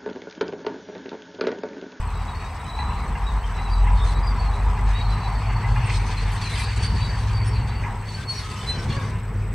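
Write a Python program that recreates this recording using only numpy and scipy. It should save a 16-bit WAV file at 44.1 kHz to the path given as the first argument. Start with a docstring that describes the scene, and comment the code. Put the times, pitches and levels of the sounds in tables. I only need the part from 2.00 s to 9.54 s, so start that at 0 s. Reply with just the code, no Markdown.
"""A crawler bulldozer's diesel, some way off on open ground, speeds up under load: firing orders over shaped noise.
Low hums drift and throb as close tones beat. The running gear rattles in noise, track shoes clank as dying modes,
dry steel squeals as roughened tones, and the blade scrapes through stone in surges of gritty noise.
The sharp steel sounds echo off the stone heaps. Close to the microphones a cricket chirps in resonant noise,
over a far chorus; the microphones add a thin hiss."""
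import sys
import numpy as np
from scipy import signal
from scipy.fft import rfft, irfft, next_fast_len
from scipy.io import wavfile
from scipy.ndimage import uniform_filter1d, map_coordinates

SR = 44100
rng = np.random.default_rng(int(sys.argv[2]) if len(sys.argv) > 2 else 0)


def store_pcm(level_fs):
    """Save levels as 16-bit WAV."""
    pcm = np.round(np.clip(level_fs, -1, 1) * 32767).astype(np.int16)
    wavfile.write(sys.argv[1], SR, np.atleast_2d(pcm).T)


N = 332514
TIME = np.arange(N) / SR  # s

# exhaust; the governor lifts the engine from idle to working speed, which sags once under load:
# (time [s], firing rate [Hz], firing tone level [dB])
FIRING = [(0, 82.2, -29), (.66, 83.2, -41), (1.64, 85.8, -34.5), (1.97, 88.9, -27), (2.29, 93, -32.5),
          (2.95, 102.6, -30), (3.85, 103, -28), (4.26, 99.4, -29), (4.59, 102.8, -27.5),
          (5.57, 103.6, -26.5), (6.23, 103.2, -37), (7.1, 103.8, -33.5), (7.54, 102.1, -29.5)]
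# weaker engine orders: (order [sixths of the firing rate], level relative to the firing tone [dB])
ENGINE_ORDERS = [(5, -9), (7, -13), (8, -14), (9, -19), (10, -23), (12, -19)]
# broad engine noise: (time [s], relative rumble level [dB], relative engine bay level [dB])
ENGINE_NOISE = [(0, -38, -35.5), (.72, -41, -37), (.85, -35.5, -33.5), (1.5, -38, -35.5), (1.9, -36.5, -34),
                (3.3, -36, -33), (4.6, -37, -38), (5.9, -35.5, -37.5), (6.1, -38.5, -43.5), (7, -34.5, -43),
                (7.54, -37.5, -51.5)]
# colour of the rumble: (frequency [Hz], relative density [dB per Hz])
RUMBLE_COLOUR = [(15, -35), (40, -6), (100, -7.5), (240, -20.5), (310, -29.5), (420, -23.5), (600, -31.5),
                 (2000, -33), (5000, -66), (12000, -99)]
# colour of the engine bay's roar: (frequency [Hz], relative density [dB per Hz])
BAY_COLOUR = [(500, -22.5), (750, -2), (950, 3), (1250, -4), (1500, -12.5), (2100, -20), (2800, -43),
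              (3300, -31), (6000, -57), (10000, -87)]
# low hums of the machine, one list for each drifting line: (time [s], frequency [Hz], level [dB])
LOW_HUMS = [
    [(0, 45.14, -26.5), (.62, 45.5, -40.5), (1.1, 43.1, -30), (1.62, 44.37, -26.5), (1.82, 45.43, -14.5),
     (2.29, 46.84, -23.5), (2.9, 47.4, -20), (3.3, 46.22, -30.5), (4.26, 45.6, -23.5), (4.5, 46.5, -34),
     (4.92, 45.85, -29), (5.8, 43.17, -34), (6.56, 42.25, -45), (7.54, 46.4, -28)],
    [(.4, 63.2, -83), (.8, 68.96, -25), (1.6, 72, -51), (2, 56.8, -27), (2.6, 77.13, -32),
     (3.05, 77.7, -35)],
]
# a partner just above the lowest hum, sinking towards it overall, so that the throbs slow down:
# (time [s], throb rate [throbs per second], partner level [dB])
HUM_PARTNER = [(.71, 8.54, -40), (1.38, 8.47, -22.5), (1.55, 8.75, -43), (1.95, 8.35, -25),
               (2.25, 7.67, -40), (2.56, 5.04, -25.5), (2.9, 4.5, -27.5), (3.61, 5.03, -26), (4, 3.1, -29),
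               (4.41, 3.07, -44)]
# the drive's hum: (time [s], frequency [Hz], level [dB], lower octave level [dB])
DRIVE_HUM = [(3.2, 110.7, -64, -47), (3.53, 114.6, -27.5, -46), (3.87, 119.5, -27.5, -36),
             (4.2, 120.4, -63, -64), (4.6, 121.6, -33, -29), (4.87, 120.4, -35, -27),
             (5.25, 118.1, -31, -30), (5.54, 120.7, -34, -25), (5.87, 117.3, -58, -36)]
# rattle of the running gear: (time [s], level [dB])
GEAR_RATTLE = [(0, -49), (.9, -49), (3, -44.5), (4.2, -40), (5.2, -42.5), (5.9, -45.5), (6.1, -48.5),
               (7.1, -48.5), (7.3, -59), (7.54, -51)]
# colour of the rattle: (frequency [Hz], relative density [dB per Hz])
GEAR_COLOUR = [(1100, -22), (1600, 2.5), (2100, 4), (2700, 1.5), (3300, -12), (5000, -49)]
# track shoes landing: (time [s], relative level [dB], boost of the low modes [dB])
SHOE_LANDINGS = [(0.7871, -32, 14.5), (1.1516, -32.5, 8.5), (1.5831, -32, 13.5), (1.8672, -33.5, 17),
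                 (2.357, -37, 16), (2.7739, -33, 13), (3.5004, -32, -6), (3.6442, -28.5, 6.5),
                 (3.7596, -25.5, 1), (3.8929, -29.5, 10.5), (4.589, -34, -1), (5.8365, -32, 10.5),
                 (6.898, -44, 13)]
# ringing modes of a track shoe: (frequency [Hz], relative level [dB], time to fall 60 dB [s])
SHOE_MODES = [(832, -1, 0.79), (971, 0, 0.71), (1680, 6.5, 0.26), (2060, 14, 0.15), (2440, 8.5, 0.13),
              (2750, 7.5, 0.087)]
# long squeals and low groans of dry track pins:
# (start [s], length [s], first pitch [Hz], last pitch [Hz], first level [dB], last level [dB])
PIN_SQUEALS = [(.66, .39, 3930, 3980, -47, -51), (1.56, .28, 3950, 3910, -48, -52),
               (2.23, .09, 4810, 4690, -48, -48), (2.37, .09, 4500, 4430, -45, -47),
               (2.93, 1.48, 4476, 4440, -52, -54), (4.65, .57, 4450, 4590, -45, -46),
               (5.3, .53, 4580, 4470, -50, -52), (6.175, .08, 1540, 1600, -41, -41),
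               (6.29, .38, 1045, 1015, -46, -41), (6.435, .19, 1280, 1262, -38, -42),
               (6.755, .14, 1540, 1534, -37, -43), (6.9, .2, 1116, 1095, -32, -36),
               (6.91, .13, 1654, 1640, -40, -42), (6.93, .1, 555, 550, -43, -44),
               (7.08, .1, 1010, 1000, -40, -45)]
# short squeaks of steel on steel and stone: (middle [s], length [s], pitch [Hz], level [dB])
SHORT_SQUEAKS = [(0.168, 0.058, 3870, -52), (0.24, 0.04, 4480, -53.5), (0.305, 0.045, 3850, -50.5),
                 (0.378, .05, 4470, -50), (0.446, 0.064, 3850, -52), (.6, 0.028, 3780, -52),
                 (0.8, 0.038, 3990, -40.5), (1.28, 0.043, 3860, -41.5), (1.45, 0.015, 3130, -41),
                 (1.728, 0.043, 4670, -42), (2.015, 0.051, 3630, -39.5), (2.18, 0.039, 4530, -54),
                 (2.472, 0.025, 4280, -45), (2.098, 0.033, 3980, -42), (2.169, 0.038, 3910, -45),
                 (2.568, 0.048, 3950, -49), (2.988, 0.066, 3840, -38.5), (3.064, 0.075, 4266, -47.5),
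                 (3.119, 0.045, 4030, -37.5), (3.254, 0.049, 3960, -42), (3.864, .02, 8470, -47),
                 (3.946, 0.046, 8420, -48), (3.961, 0.025, 4253, -45), (4.188, 0.028, 4120, -36),
                 (4.43, 0.035, 4420, -40), (4.475, 0.048, 4086, -36.5), (4.527, 0.05, 3900, -38.5),
                 (4.604, 0.058, 2340, -37), (4.629, 0.063, 8430, -53.5), (4.642, 0.043, 3910, -37.5),
                 (4.86, 0.049, 4540, -39.5), (5.023, 0.063, 4567, -36.5), (5.047, 0.046, 3920, -40),
                 (5.48, 0.039, 5440, -47), (5.577, .04, 4308, -49), (5.71, 0.031, 3930, -50),
                 (5.479, 0.038, 9080, -53), (6.126, 0.084, 4457, -43.5), (6.304, 0.03, 4390, -21),
                 (6.368, 0.033, 5590, -43), (6.385, 0.032, 4400, -34), (6.403, 0.037, 2090, -43),
                 (6.533, 0.094, 2610, -48.5), (6.603, 0.053, 3040, -43), (6.697, 0.037, 2005, -43),
                 (6.678, .02, 4060, -31.5), (6.7, 0.028, 4050, -21), (6.774, 0.037, 3050, -41),
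                 (6.79, 0.058, 5480, -51), (6.932, 0.034, 4370, -45), (6.928, 0.033, 2810, -39),
                 (6.906, .03, 3700, -58), (6.986, 0.073, 2247, -46), (7.049, 0.031, 2060, -43)]
# steel modes on which faint stray squeaks sing: (frequency [Hz])
STEEL_MODES = [2070, 2315, 2570, 3080, 3530, 4300, 4680, 8370, 8900]
# steady grinding of blade and tracks through stone: (time [s], relative level [dB])
GRIND_BED = [(0, -57), (3.6, -55.5), (3.85, -51.5), (4.4, -49), (5.3, -50.5), (5.4, -57), (5.97, -58),
             (6.27, -59), (6.9, -52.5), (7.12, -56), (7.25, -64)]
# surges as the blade bites: (start [s], held [s], relative level [dB], bright edge relative to the surge [dB])
BLADE_BITES = [(1.9, 0.14, -56.5, -8), (2.04, 0.096, -51, -6.5), (2.88, 0.063, -52, -18),
               (3.899, .07, -44, -11), (4.067, 0.055, -45.5, -12), (4.32, 0.046, -58, 5),
               (4.415, 0.05, -45.5, -8.5), (4.5, 0.067, -44.5, -5.5), (4.575, 0.065, -43.5, -4.5),
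               (4.765, 0.011, -48.5, -1.5), (4.83, .04, -45.5, -6.5), (5.46, .04, -54.5, -7),
               (5.675, 0.028, -51, -15), (6.081, 0.16, -51.5, -8.5), (6.29, 0.42, -49, -7),
               (6.68, 0.17, -52, -16), (6.898, 0.07, -47, -17), (6.993, 0.12, -54.5, -9)]
# colour of stone grinding on steel: (frequency [Hz], relative density [dB per Hz])
RUBBLE_COLOUR = [(700, -12.5), (1800, -2), (2300, -2.5), (4000, -3), (6300, -7.5), (7300, -16),
                 (9000, -17.5), (11300, -44), (12200, -52)]
# colour of the blade's bright edge: (frequency [Hz], relative density [dB per Hz])
EDGE_COLOUR = [(5500, -8.5), (7000, -5), (8300, 5), (10000, -5.5), (11500, -7), (12200, -43)]
# resonances of the cricket's wings: (frequency [Hz], width [Hz], relative level [dB])
WING_RESONANCES = [(7964, 100, 3.5), (8140, 100, -4.5)]
# likeness of the two channels in broad noise: (frequency [Hz], left-right likeness [0 to 1])
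CHANNEL_LIKENESS = [(60, 1), (240, 0.99), (500, 0.99), (1400, 0.98), (3770, 0.74), (15000, 0.051)]

SQUEAL_FADE_S = .03
OCTAVE_DB = -25.5  # the overtone of singing steel
ROUGH_HZ = 4480  # squeals this high flutter fully, lower ones run smoother
NEIGHBOUR, NEIGHBOUR_DB = .05, -9  # typical pitch offset (share) and level of a mode stirred beside a squeak
BITE_RISE_S, BITE_FALL_S = 0.0053, 0.01  # time to climb and to lose 10 dB
TOP_HZ = 15760  # band limit of the microphones


def amp(db):
    """Gain of a level in dB."""
    return 10 ** (np.asarray(db) / 20)


def unit(x):
    """x at rms 1."""
    return x / np.sqrt(np.mean(x ** 2) + 1e-20)


def along(points, hz):
    """(Hz, value) points read on a log frequency axis."""
    f, v = np.transpose(points)
    return np.interp(np.log(hz + 1), np.log(f + 1), v)


def curves(rows):
    """One value per sample for each column after the time."""
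    s, *cols = np.transpose(rows)
    return [np.interp(TIME, s, c) for c in cols]


def wobble(rate):
    """A smooth random curve, rate knots a second."""
    knots = rng.standard_normal(int(N * rate / SR) + 4)
    return map_coordinates(knots, [TIME * rate])


def excerpt(length):
    """A random stretch of sample positions, so that each event takes its own piece of a curve."""
    return np.arange(length) + rng.integers(N - length)


def filtered(x, response):
    """x times a complex response of frequency."""
    m = next_fast_len(N + SR // 2)
    return irfft(rfft(x, m) * response(np.fft.rfftfreq(m, 1 / SR)), m)[..., :N]


def rush(colour, patchy_db):
    """Stereo noise of rms 1 with patches of random gain in time and frequency."""
    z = signal.stft(rng.standard_normal((2, N)), nperseg=512)[2]
    field = uniform_filter1d(rng.standard_normal(z.shape[1:]), size=5, axis=0)
    field = uniform_filter1d(field, size=8, axis=1)
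    pair = signal.istft(z * amp(patchy_db * unit(field)), nperseg=512)[1][:, :N]

    def mid_side(hz):
        turn = np.arccos(np.clip(along(CHANNEL_LIKENESS, hz), -1, 1)) / 2
        return amp(along(colour, hz)) * [np.cos(turn), np.sin(turn)]

    mid, side = filtered(pair, mid_side)
    return unit(np.array([mid + side, mid - side]))


def tone(hz, db):
    """A sine of rms level db that follows the pitch curve."""
    return np.sqrt(2) * amp(db) * np.sin(2 * np.pi * np.cumsum(hz) / SR)


def chatter(hz, shake, steady):
    """Singing steel: a steady tone plus a narrow complex noise, shake, around it, with a faint octave."""
    turn = 2 * np.pi * (np.cumsum(hz) / SR + rng.random())
    voice = np.exp(1j * turn) + amp(OCTAVE_DB) * np.exp(2j * turn)
    return np.real((steady + shake) * voice)


def diesel():
    """Each firing pulses the exhaust; its tone and orders stand over rumble and the roar of the engine bay."""
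    hz, db = curves(FIRING)
    tones = tone(hz + .2 * wobble(4), db + 1.2 * wobble(5))
    for sixths, under_db in ENGINE_ORDERS:
        tones += tone(sixths / 6 * hz, db + under_db + 2.5 * wobble(3))
    rumble_db, bay_db = curves(ENGINE_NOISE)
    bay = amp(bay_db - 1.0 + 0.38 * wobble(8.3)) * rush(BAY_COLOUR, patchy_db=2.0)
    rumble = amp(rumble_db + 5.5 + 0.77 * wobble(5)) * rush(RUMBLE_COLOUR, patchy_db=2.04)
    return tones + bay + rumble


def lasting(rows):
    """A gate open while the table lasts, with 0.1 s fades outside it."""
    inside = np.minimum(TIME - rows[0][0], rows[-1][0] - TIME)
    return np.clip(inside / 0.1 + 1, 0, 1)


def hums():
    """Low lines close in pitch, so that they beat; each sounds only around its table's span."""
    hz, db, octave_db = curves(DRIVE_HUM)
    drive = tone(hz, db + 1.0 * wobble(5.03)) + tone(hz / 2, octave_db + 1.3 * wobble(8.8))
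    throbs, partner_db = curves(HUM_PARTNER)
    # half a turn out of step at its entry: it enters in a quiet gap
    gained = np.cumsum(throbs * (TIME > HUM_PARTNER[0][0])) / SR + .5
    turns = np.cumsum(curves(LOW_HUMS[0])[0]) / SR + gained
    partner = np.sqrt(2) * amp(partner_db) * np.sin(2 * np.pi * turns)
    lines = sum(lasting(rows) * tone(*curves(rows)) for rows in LOW_HUMS)
    return lasting(DRIVE_HUM) * drive + lasting(HUM_PARTNER) * partner + lines


def gear_rattle():
    """Loose running gear rattles as a coloured noise of unsteady level."""
    level_db = curves(GEAR_RATTLE)[0] + 2.1 * wobble(14) + 0.96 * wobble(60)
    return amp(level_db) * rush(GEAR_COLOUR, patchy_db=3.0)


def clanks():
    """Each landing shoe rings its modes unsteadily at new strengths, under a short crunch."""
    out, t, flutter = np.zeros(N + SR), np.arange(SR // 4) / SR, wobble(220)
    for s, db, low_db in SHOE_LANDINGS:
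        ring = np.zeros(len(t))
        for hz, level, t60 in SHOE_MODES:
            boost = low_db if hz < 1300 else 0
            strength = amp(level + boost + 5.5 * flutter[excerpt(len(t))] - 60 * t / t60)
            pitch = hz * (1 + rng.normal(0, 0.0152))
            ring += strength * np.sin(2 * np.pi * pitch * t)
        grit = signal.lfilter([1], [1, -.7], rng.standard_normal(len(t)))
        crunch = 0.36 * amp(-60 * t / 0.036) * grit
        onset = 1 - np.exp(-t / 0.0018)
        out[round(s * SR):][:len(t)] += amp(db - 17.5) * onset * (ring + crunch)
    return out[:N]


def squeals(slip, waver, flicker):
    """Dry track pins stick and slip, each row singing roughly on one gliding pitch; several may sound together."""
    out = np.zeros(N)
    for s, length, first_hz, last_hz, first_db, last_db in PIN_SQUEALS:
        at = slice(round((s - SQUEAL_FADE_S) * SR), round((s + length + SQUEAL_FADE_S) * SR))
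        done = (TIME[at] - s) / length
        inside = np.clip(np.minimum(done, 1 - done) * length / SQUEAL_FADE_S + .5, 0, 1)
        own = excerpt(len(done))
        back = own[::-1]  # the same stretch backwards, for a second course of the curves
        rough = first_hz / ROUGH_HZ
        glide_hz = first_hz + (last_hz - first_hz) * done
        hz = glide_hz * (1 + .006 * rough * (waver[own] + flicker[back]))
        level_db = first_db + (last_db - first_db) * done + 1.6 * waver[back] + 2.8 * rough * flicker[own]
        out[at] += inside * amp(level_db) * chatter(hz, (.25 + .75 * rough) * slip[own], steady=.75)
    return out


def stray_squeaks(grind_db):
    """Faint squeaks on the steel's modes crowd in where the grinding is hard."""
    count = 560
    pitch = rng.choice(STEEL_MODES, count) * rng.normal(1, .02, count)
    crowd = np.cumsum(amp(grind_db))
    when = np.searchsorted(crowd / crowd[-1], rng.random(count))
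    length = .008 + .025 * rng.random(count)
    db = grind_db[when] + along(RUBBLE_COLOUR, pitch) - 3 + 4 * rng.random(count)
    return list(zip(when / SR, length, pitch, db))


def neighbour_squeaks():
    """Each listed squeak also stirs a fainter, shorter one on a mode a little above or below it."""
    beside = []
    for s, length, hz, db in SHORT_SQUEAKS:
        shift, side = rng.uniform(-1.1, 1, 2)
        pitch = hz * (1 + NEIGHBOUR * np.sign(side) * (.5 + abs(side)))
        beside.append((s + length * shift, length / 2, pitch, min(db, -38) + NEIGHBOUR_DB))
    return beside


def squeaks(grind_db, slip, waver, flicker):
    """Hard or low squeaks lock onto their mode; faint ones smear in pitch and level."""
    out = np.zeros(N)
    for s, length, hz, db in SHORT_SQUEAKS + neighbour_squeaks() + stray_squeaks(grind_db):
        at = slice(max(round((s - 2 * length) * SR), 0), round((s + 3 * length) * SR))
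        late = (TIME[at] - s) / length
        tail = 0.13 * (late > 0) * np.sin(np.pi * late / 3) ** 2
        swell = np.exp(-(late / 0.65) ** 2) + tail
        rough = np.clip((-21.5 - db) / 25, 0, 1.2) * min(hz / ROUGH_HZ, 1)
        own = excerpt(len(late))
        voice = chatter(hz + 45 * rough * waver[own], rough * slip[own], steady=.9)
        out[at] += amp(db + 4 * rough * flicker[own]) * swell * voice
    return out


def grinding():
    """Grinding and bright edge levels in dB: a steady bed, with surges that jump out, hold and fall back."""
    # powers, so every dB is doubled: the bed's bright edge lies 12 dB under it
    power = amp(2 * curves(GRIND_BED)[0]) * amp([[0], [-24]])
    for s, held, db, edge_db in BLADE_BITES:
        away = np.maximum((s - TIME) / BITE_RISE_S, (TIME - s - held) / BITE_FALL_S)
        power = power + amp(2 * db - 20 * np.maximum(away, 0)) * amp([[0], [2 * edge_db]])
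    return 10 * np.log10(power)


def scrape(grind_db, edge_db):
    """Stone grinds on steel in quick uneven surges, gritty with single cracking stones."""
    cracks = (rng.random(N) < .006) * rng.exponential(size=N)
    grit = unit(uniform_filter1d(cracks, size=40))
    surge = amp(6 + 1.3 * wobble(45) + 0.79 * wobble(140)) * unit(1 + 0.1 * grit)
    rubble = amp(grind_db) * rush(RUBBLE_COLOUR, patchy_db=2.5)
    edge = amp(edge_db) * rush(EDGE_COLOUR, patchy_db=4.0)
    return surge * (rubble + edge)


def heaps(x):
    """Echoes off the stone heaps, as decaying noise; the paths change as the machine crawls on."""
    out, step = np.zeros((2, N + SR)), SR // 5
    for at in range(0, N, step):
        decay = amp(-60 * np.arange(SR // 8) / SR / 0.31)
        tail = rng.standard_normal((2, SR // 8)) * decay
        echo = signal.fftconvolve(x[None, at:at + step], tail / np.linalg.norm(tail[0]), axes=1)
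        out[:, at:at + echo.shape[1]] += echo
    return out[:, :N]


def cricket():
    """Chirps of three quick strokes ring the wing resonances, over a far chorus in the same resonances."""
    chirp = np.cumsum(20.9 + .6 * wobble(1.5)) / SR % 1  # chirps a second, as a phase
    # five slots a chirp, three are sung
    strokes = np.where(chirp < .6, np.sin(5 * np.pi * chirp) ** 2, 0)

    def wings(f):
        return sum(amp(db) * 1j * f * w / (c * c - f * f + 1j * f * w) for c, w, db in WING_RESONANCES)

    near, *far = rng.standard_normal((3, N))
    drive = (.3 + strokes) * near + .45 * np.array(far)  # the chorus differs left and right
    return amp(-58.0) * unit(filtered(drive, wings))


def scene():
    """The machine stands a little to the left, its sharp sounds scattering off the heaps; a cricket is close."""
    grind_db, edge_db = grinding()
    # complex stick-slip noise, slow waver and quick flicker shared by all singing steel
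    singing = wobble(150) + 1j * wobble(150), wobble(22), wobble(55)
    steel = clanks() + squeals(*singing) + squeaks(grind_db, *singing)
    machine = diesel() + hums() + gear_rattle() + scrape(grind_db, edge_db)
    machine = machine + steel + amp(-8.5) * heaps(steel)
    return machine * amp([[.3], [-.3]]) + cricket()


def record(dry):
    """The microphones add a thin high hiss and keep nothing above their band limit."""
    hiss_colour = [(6000, -17), (12000, -0.5), (15500, 0.5)]  # (frequency [Hz], relative density [dB per Hz])
    hiss = filtered(rng.standard_normal(dry.shape), lambda hz: amp(along(hiss_colour, hz)))
    return filtered(dry + amp(-61.0) * hiss, lambda hz: hz < TOP_HZ)


dry = scene()
out = record(dry)
store_pcm(out)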